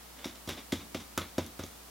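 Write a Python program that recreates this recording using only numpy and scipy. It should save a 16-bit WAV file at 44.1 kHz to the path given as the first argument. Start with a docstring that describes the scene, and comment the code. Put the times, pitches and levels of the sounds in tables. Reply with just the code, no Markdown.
"""Steady hiss and mains hum, then seven close, crunchy taps: a sugar-coated churro, held in chopsticks,
strikes a pile of others on a plate. Brittle fracture of the crust gives each tap its crack, and the
blow passes through the soft dough to excite low, damped modes of plate and table. Friction grinds
sugar grains as the churro settles and lifts. A small kitchen adds faint reverberation."""
import sys
import numpy as np
from scipy import signal
from scipy.fft import rfft, irfft, next_fast_len
from scipy.io import wavfile
from scipy.ndimage import map_coordinates

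SR = 44100
rng = np.random.default_rng(int(sys.argv[2]) if len(sys.argv) > 2 else 0)


def put_to_file(sound):
    """Save the sound as 16-bit audio at rate SR, in the file named by the first command-line argument."""
    columns = np.atleast_2d(sound).T  # one column per channel
    safe = np.clip(columns, -1, 1)
    whole_steps = np.round(safe * 32767)
    wavfile.write(sys.argv[1], SR, whole_steps.astype(np.int16))


N = 83790


def amp(db):
    """Amplitude ratio of a level in decibels."""
    return 10 ** (np.asarray(db) / 20)


def unit_rms(x):
    """Normalisation to an rms of 1."""
    return x / np.sqrt(np.mean(x ** 2) + 1e-20)


def curve_at(points, hz):
    """Interpolation of (frequency, value) points on a logarithmic frequency axis."""
    frequencies, values = np.transpose(points)
    return np.interp(np.log(hz + 1), np.log(frequencies + 1), values)


def since(start_s):
    """Seconds elapsed since an onset, zero before it."""
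    return np.maximum(np.arange(N) / SR - start_s, 0)


def filtered(x, response):
    """Linear filtering: the spectrum is multiplied by a frequency response."""
    size = next_fast_len(N + SR // 4)
    return irfft(rfft(x, size) * response(np.fft.rfftfreq(size, 1 / SR)), size)[..., :N]


# Spectrum of the hiss: frequency_hz, relative_density_db
HISS_SPECTRUM = [(53, -64), (90, -6), (187, 1.5), (504, -3), (550, -4.5), (712, -2), (1330, -4.5),
                 (1480, -8), (2280, -8.5), (2540, -9.5), (4350, -9), (6410, -10.5), (15500, -12)]
# Likeness of the hiss in left and right: frequency_hz, correlation
HISS_CORRELATION = [(80, 0.45), (200, 0.46), (550, 0.084), (1650, 0.3), (5000, 0.11), (15000, 0.059)]

def hiss(level_db=-50.5):
    """Partly coherent noise: the balance of mid and side power sets the left-right correlation."""
    def response(hz):
        angle = np.arccos(curve_at(HISS_CORRELATION, hz)) / 2
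        high_pass = hz / np.hypot(hz, 70)
        return amp(curve_at(HISS_SPECTRUM, hz)) * high_pass * [np.cos(angle), np.sin(angle)]
    mid, side = filtered(rng.standard_normal((2, N)), response)
    return amp(level_db) * unit_rms(np.array([mid + side, mid - side]))


def mains_hum(level_db=-59, pitch_hz=60):
    """A pure tone at the mains frequency."""
    return amp(level_db) * np.sqrt(2) * np.sin(2 * np.pi * pitch_hz * since(0))


# Reverberation time of the kitchen: frequency_hz, t60_s
KITCHEN_DECAY = [(100, 0.47), (240, 0.52), (450, 0.3), (1000, 0.31), (4000, 0.11), (14000, 0.45)]
# Stereo width of the reflections: frequency_hz, side_over_mid_db
REFLECTION_WIDTH = [(100, -40), (300, -20), (700, -14), (1200, -20), (2300, -25), (4500, -24),
                    (10000, -5.5)]

def reverberation(x, decay=KITCHEN_DECAY):
    """Dense reflections act as convolution with noise that decays exponentially in each band."""
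    hz, t, bands = signal.stft(rng.standard_normal((2, SR // 2)), SR, nperseg=256)
    bands = bands * amp(-60 * t / curve_at(decay, hz)[:, None])
    bands[1] *= amp(curve_at(REFLECTION_WIDTH, hz))[:, None]
    mid, side = signal.istft(bands, SR, nperseg=256)[1]
    tail = np.array([mid + side, mid - side])
    return signal.fftconvolve(x[None], tail / np.linalg.norm(tail[0]), axes=1)[:, :N]


# Resonances of crust and chopsticks: pitch_hz, bandwidth_hz, gain_db
CRUST_RESONANCES = [(1193, 200, 1), (1440, 110, 1), (1773, 250, -2.5), (2176, 280, 4), (2530, 130, -0.5),
                    (3413, 130, 6.5), (3724, 260, 3.5), (4320, 370, -3), (5580, 200, 5.5), (6000, 450, 1.5),
                    (7050, 160, 3), (7880, 630, -2), (11400, 1600, 6.5)]

def crust_resonance(x, spectrum, treble_db, spot=(), shelf_hz=6230, size=2048):
    """Forced resonance: crust and chopsticks colour an excitation as a minimum-phase filter."""
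    hz = np.fft.rfftfreq(size, 1 / SR)
    peaks_db = sum(gain_db / (1 + (2 * (hz - pitch_hz) / bandwidth_hz) ** 2)
                   for pitch_hz, bandwidth_hz, gain_db in [*CRUST_RESONANCES, *spot])
    shelf_db = treble_db * np.tanh(2 * np.log((hz + 1) / shelf_hz)) / 2
    gain = unit_rms(amp(curve_at(spectrum, hz) + peaks_db + shelf_db))
    # Folding the cepstrum makes the ringing follow its cause.
    cepstrum = irfft(np.log(gain))
    cepstrum[1:size // 2] *= 2
    cepstrum[size // 2 + 1:] = 0
    impulse_response = irfft(np.exp(rfft(cepstrum)))
    return signal.fftconvolve(x, impulse_response)[:N]


def sugar_grains(grains_per_s=2800, spread_db=5, powder_gain=0.5):
    """Shot noise: crystals fracture as random impulses over the smooth noise of fine powder."""
    sizes = amp(spread_db * np.clip(rng.standard_normal(N), -2, 2)) * rng.choice([-1, 1], N)
    fractures = unit_rms(sizes * (rng.random(N) < grains_per_s / SR))
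    return unit_rms(fractures + powder_gain * rng.standard_normal(N))


def clustering(clusters_per_s=250, depth_db=1):
    """Random amplitude modulation: a smooth gain curve for grains breaking in small clusters."""
    position = np.arange(N) * clusters_per_s / SR
    return amp(depth_db * map_coordinates(rng.standard_normal(N), [position]))


# Sugar ground between the crusts: start_s, level_db, rise_s, t60_s, treble_db
GRINDS = [(0.179, -52, 0.01, 0.75, -40), (.262, -44.5, 0.006, 0.21, -3), (.345, -52, 0.011, 0.12, 0),
          (0.478, -35.5, 0.015, 0.25, -3.5), (0.568, -43, 0.011, 0.17, -12), (0.727, -37, 0.004, 0.24, -2),
          (0.784, -49.5, .02, 0.22, -10), (0.954, -42.5, 0.0026, 0.26, -6), (0.994, -46.5, .015, 0.14, 1),
          (1.181, -39, 0.0031, 0.16, 2), (1.207, -41.5, 0.0054, 0.27, -26), (1.385, -43, 0.0021, 0.35, -6),
          (1.597, -45.5, 0.0041, 0.26, -11), (1.640, -56, 0.006, 0.66, 14)]
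# Spectrum of the grinding: frequency_hz, relative_density_db
GRIND_SPECTRUM = [(60, -15), (230, 7), (450, 2), (800, -3), (2000, -4.5), (4000, -2.5), (6500, -7.5),
                  (9000, -15.5), (15500, -24)]

def sugar_grinding():
    """Granular friction: sugar crunches as the churro settles, slides and lifts off."""
    out = np.zeros(N)
    for start_s, level_db, rise_s, t60_s, treble_db in GRINDS:
        attack = np.minimum(since(start_s) / rise_s, 1)
        envelope = attack * amp(level_db - 60 * since(start_s + rise_s) / t60_s)
        grit = unit_rms(sugar_grains() * clustering())
        out += crust_resonance(envelope * grit, GRIND_SPECTRUM, treble_db)
    return out


def damped_mode(t, pitch_hz, level_db, t60_s):
    """Free vibration of a damped oscillator: a sinusoid that falls 60 dB in t60_s."""
    return amp(level_db - 60 * t / t60_s) * np.sin(2 * np.pi * pitch_hz * t)


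# Modes of the loaded plate: nominal_pitch_hz, relative_level_db, t60_s
PLATE_MODES = [(231.3, -13, 0.22), (273, -10.5, 0.085), (284, 4, 0.041), (350, 2, 0.056),
               (374, -3.5, 0.016), (520, 5.5, 0.035), (608, -3.5, 0.057), (785, -5, 0.038),
               (880, -20, 0.021), (1001, -8, 0.069), (1235, -13, 0.039)]
# Modes of the table top: pitch_hz, relative_level_db, t60_s
TABLE_MODES = [(90, -7, 0.18), (113, -15.5, 0.13), (158, -19, 0.25)]
# Landings of the dough: start_s, level_db, contact_cutoff_hz, plate_pitch_ratio, table_gain_db
LANDINGS = [(0.257, -29.5, 343, .98, -8.5), (0.4762, -36.5, 525, 0.94, 10.5), (0.7275, -21.5, 357, .98, -2),
            (.9490, -30, 593, 1.02, 0.5), (1.1773, -28.5, 623, .99, 5), (1.3825, -23, 880, 0.995, 2),
            (1.5935, -35, 770, 1.04, 9), (1.6374, -36, 420, 1.04, -9)]

def dough_thumps(plate_rise_s=0.0017, table_rise_s=0.0071):
    """Impact excites the modes of plate and table; a softer contact weakens the plate's upper modes."""
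    out = np.zeros(N)
    for start_s, level_db, cutoff_hz, pitch_ratio, table_gain_db in LANDINGS:
        t = since(start_s)
        plate = sum(damped_mode(t, hz * pitch_ratio, db, t60_s) / np.hypot(1, (hz / cutoff_hz) ** 2)
                    for hz, db, t60_s in PLATE_MODES)
        plate *= 1 - np.exp(-t / plate_rise_s)
        table = sum(damped_mode(t, *mode) for mode in TABLE_MODES)
        table *= 1 - np.exp(-t / table_rise_s)
        out += amp(level_db) * (amp(table_gain_db) * table - plate)
    return out


# Crust fractures: start_s, level_db, t60_s, treble_db, spot_pitch_hz, spot_bandwidth_hz, spot_gain_db
CRACKS = [(0.2439, -31.5, 0.027, -8, 5360, 800, 6.5), (.2535, -35.5, 0.041, 0.5, 5600, 1200, 7.5),
          (0.311, -45, .006, 0, 3480, 600, 11), (0.4749, -36, 0.04, 2, 590, 151, 25.5),
          (0.489, -37.5, 0.036, 29, 3500, 600, 5), (0.7214, -29.5, 0.057, -1.5, 3400, 400, 8.5),
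          (0.817, -48, 0.0072, -2, 3700, 600, 3), (0.9461, -32, 0.041, -4, 2200, 900, 4),
          (1.1768, -22.5, 0.013, 11.5, 7060, 700, 7), (1.1765, -33, 0.11, -8, 1350, 700, 8.5),
          (1.3813, -30.5, 0.059, -5, 780, 450, 7), (1.4635, -37.5, 0.014, 16, 6040, 1000, 2),
          (1.592, -40.5, 0.073, 0.5, 1460, 400, 9), (1.6367, -37.5, 0.027, -7, 6450, 900, 14.5)]
# Spectrum of the cracking: frequency_hz, relative_density_db
CRACK_SPECTRUM = [(60, -19), (400, -11), (1000, 0.5), (2000, -3), (4000, -2.5), (6500, -5.5), (9000, -13),
                  (15500, -16)]

def crust_cracks():
    """Brittle fracture: an abrupt broadband burst, coloured by the resonance of the spot struck."""
    out = np.zeros(N)
    for start_s, level_db, t60_s, treble_db, *spot in CRACKS:
        t = since(start_s)
        envelope = (t > 0) * amp(level_db - 60 * t / t60_s)
        fractures = unit_rms(sugar_grains() + rng.standard_normal(N))
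        out += crust_resonance(envelope * fractures, CRACK_SPECTRUM, treble_db, [spot])
    return out


def scene():
    """Superposition of the centred taps, their reflections and the steady background."""
    crunch = crust_cracks() + sugar_grinding()
    thumps = dough_thumps()
    near_surfaces = amp(-15.5) * reverberation(crunch, decay=[(1000, 0.15)])  # 0.15 s in every band
    kitchen = reverberation(amp(-10) * crunch + amp(-11) * thumps)
    return hiss() + mains_hum() + kitchen + near_surfaces + thumps + crunch


def record(dry, low_cut_hz=30, band_limit_hz=15950):
    """Band limiting: a first-order high-pass in the deep bass and a sharp cut in the top treble."""
    return filtered(dry, lambda hz: (hz < band_limit_hz) * 1j * hz / (low_cut_hz + 1j * hz))


dry = scene()
out = record(dry)
put_to_file(out)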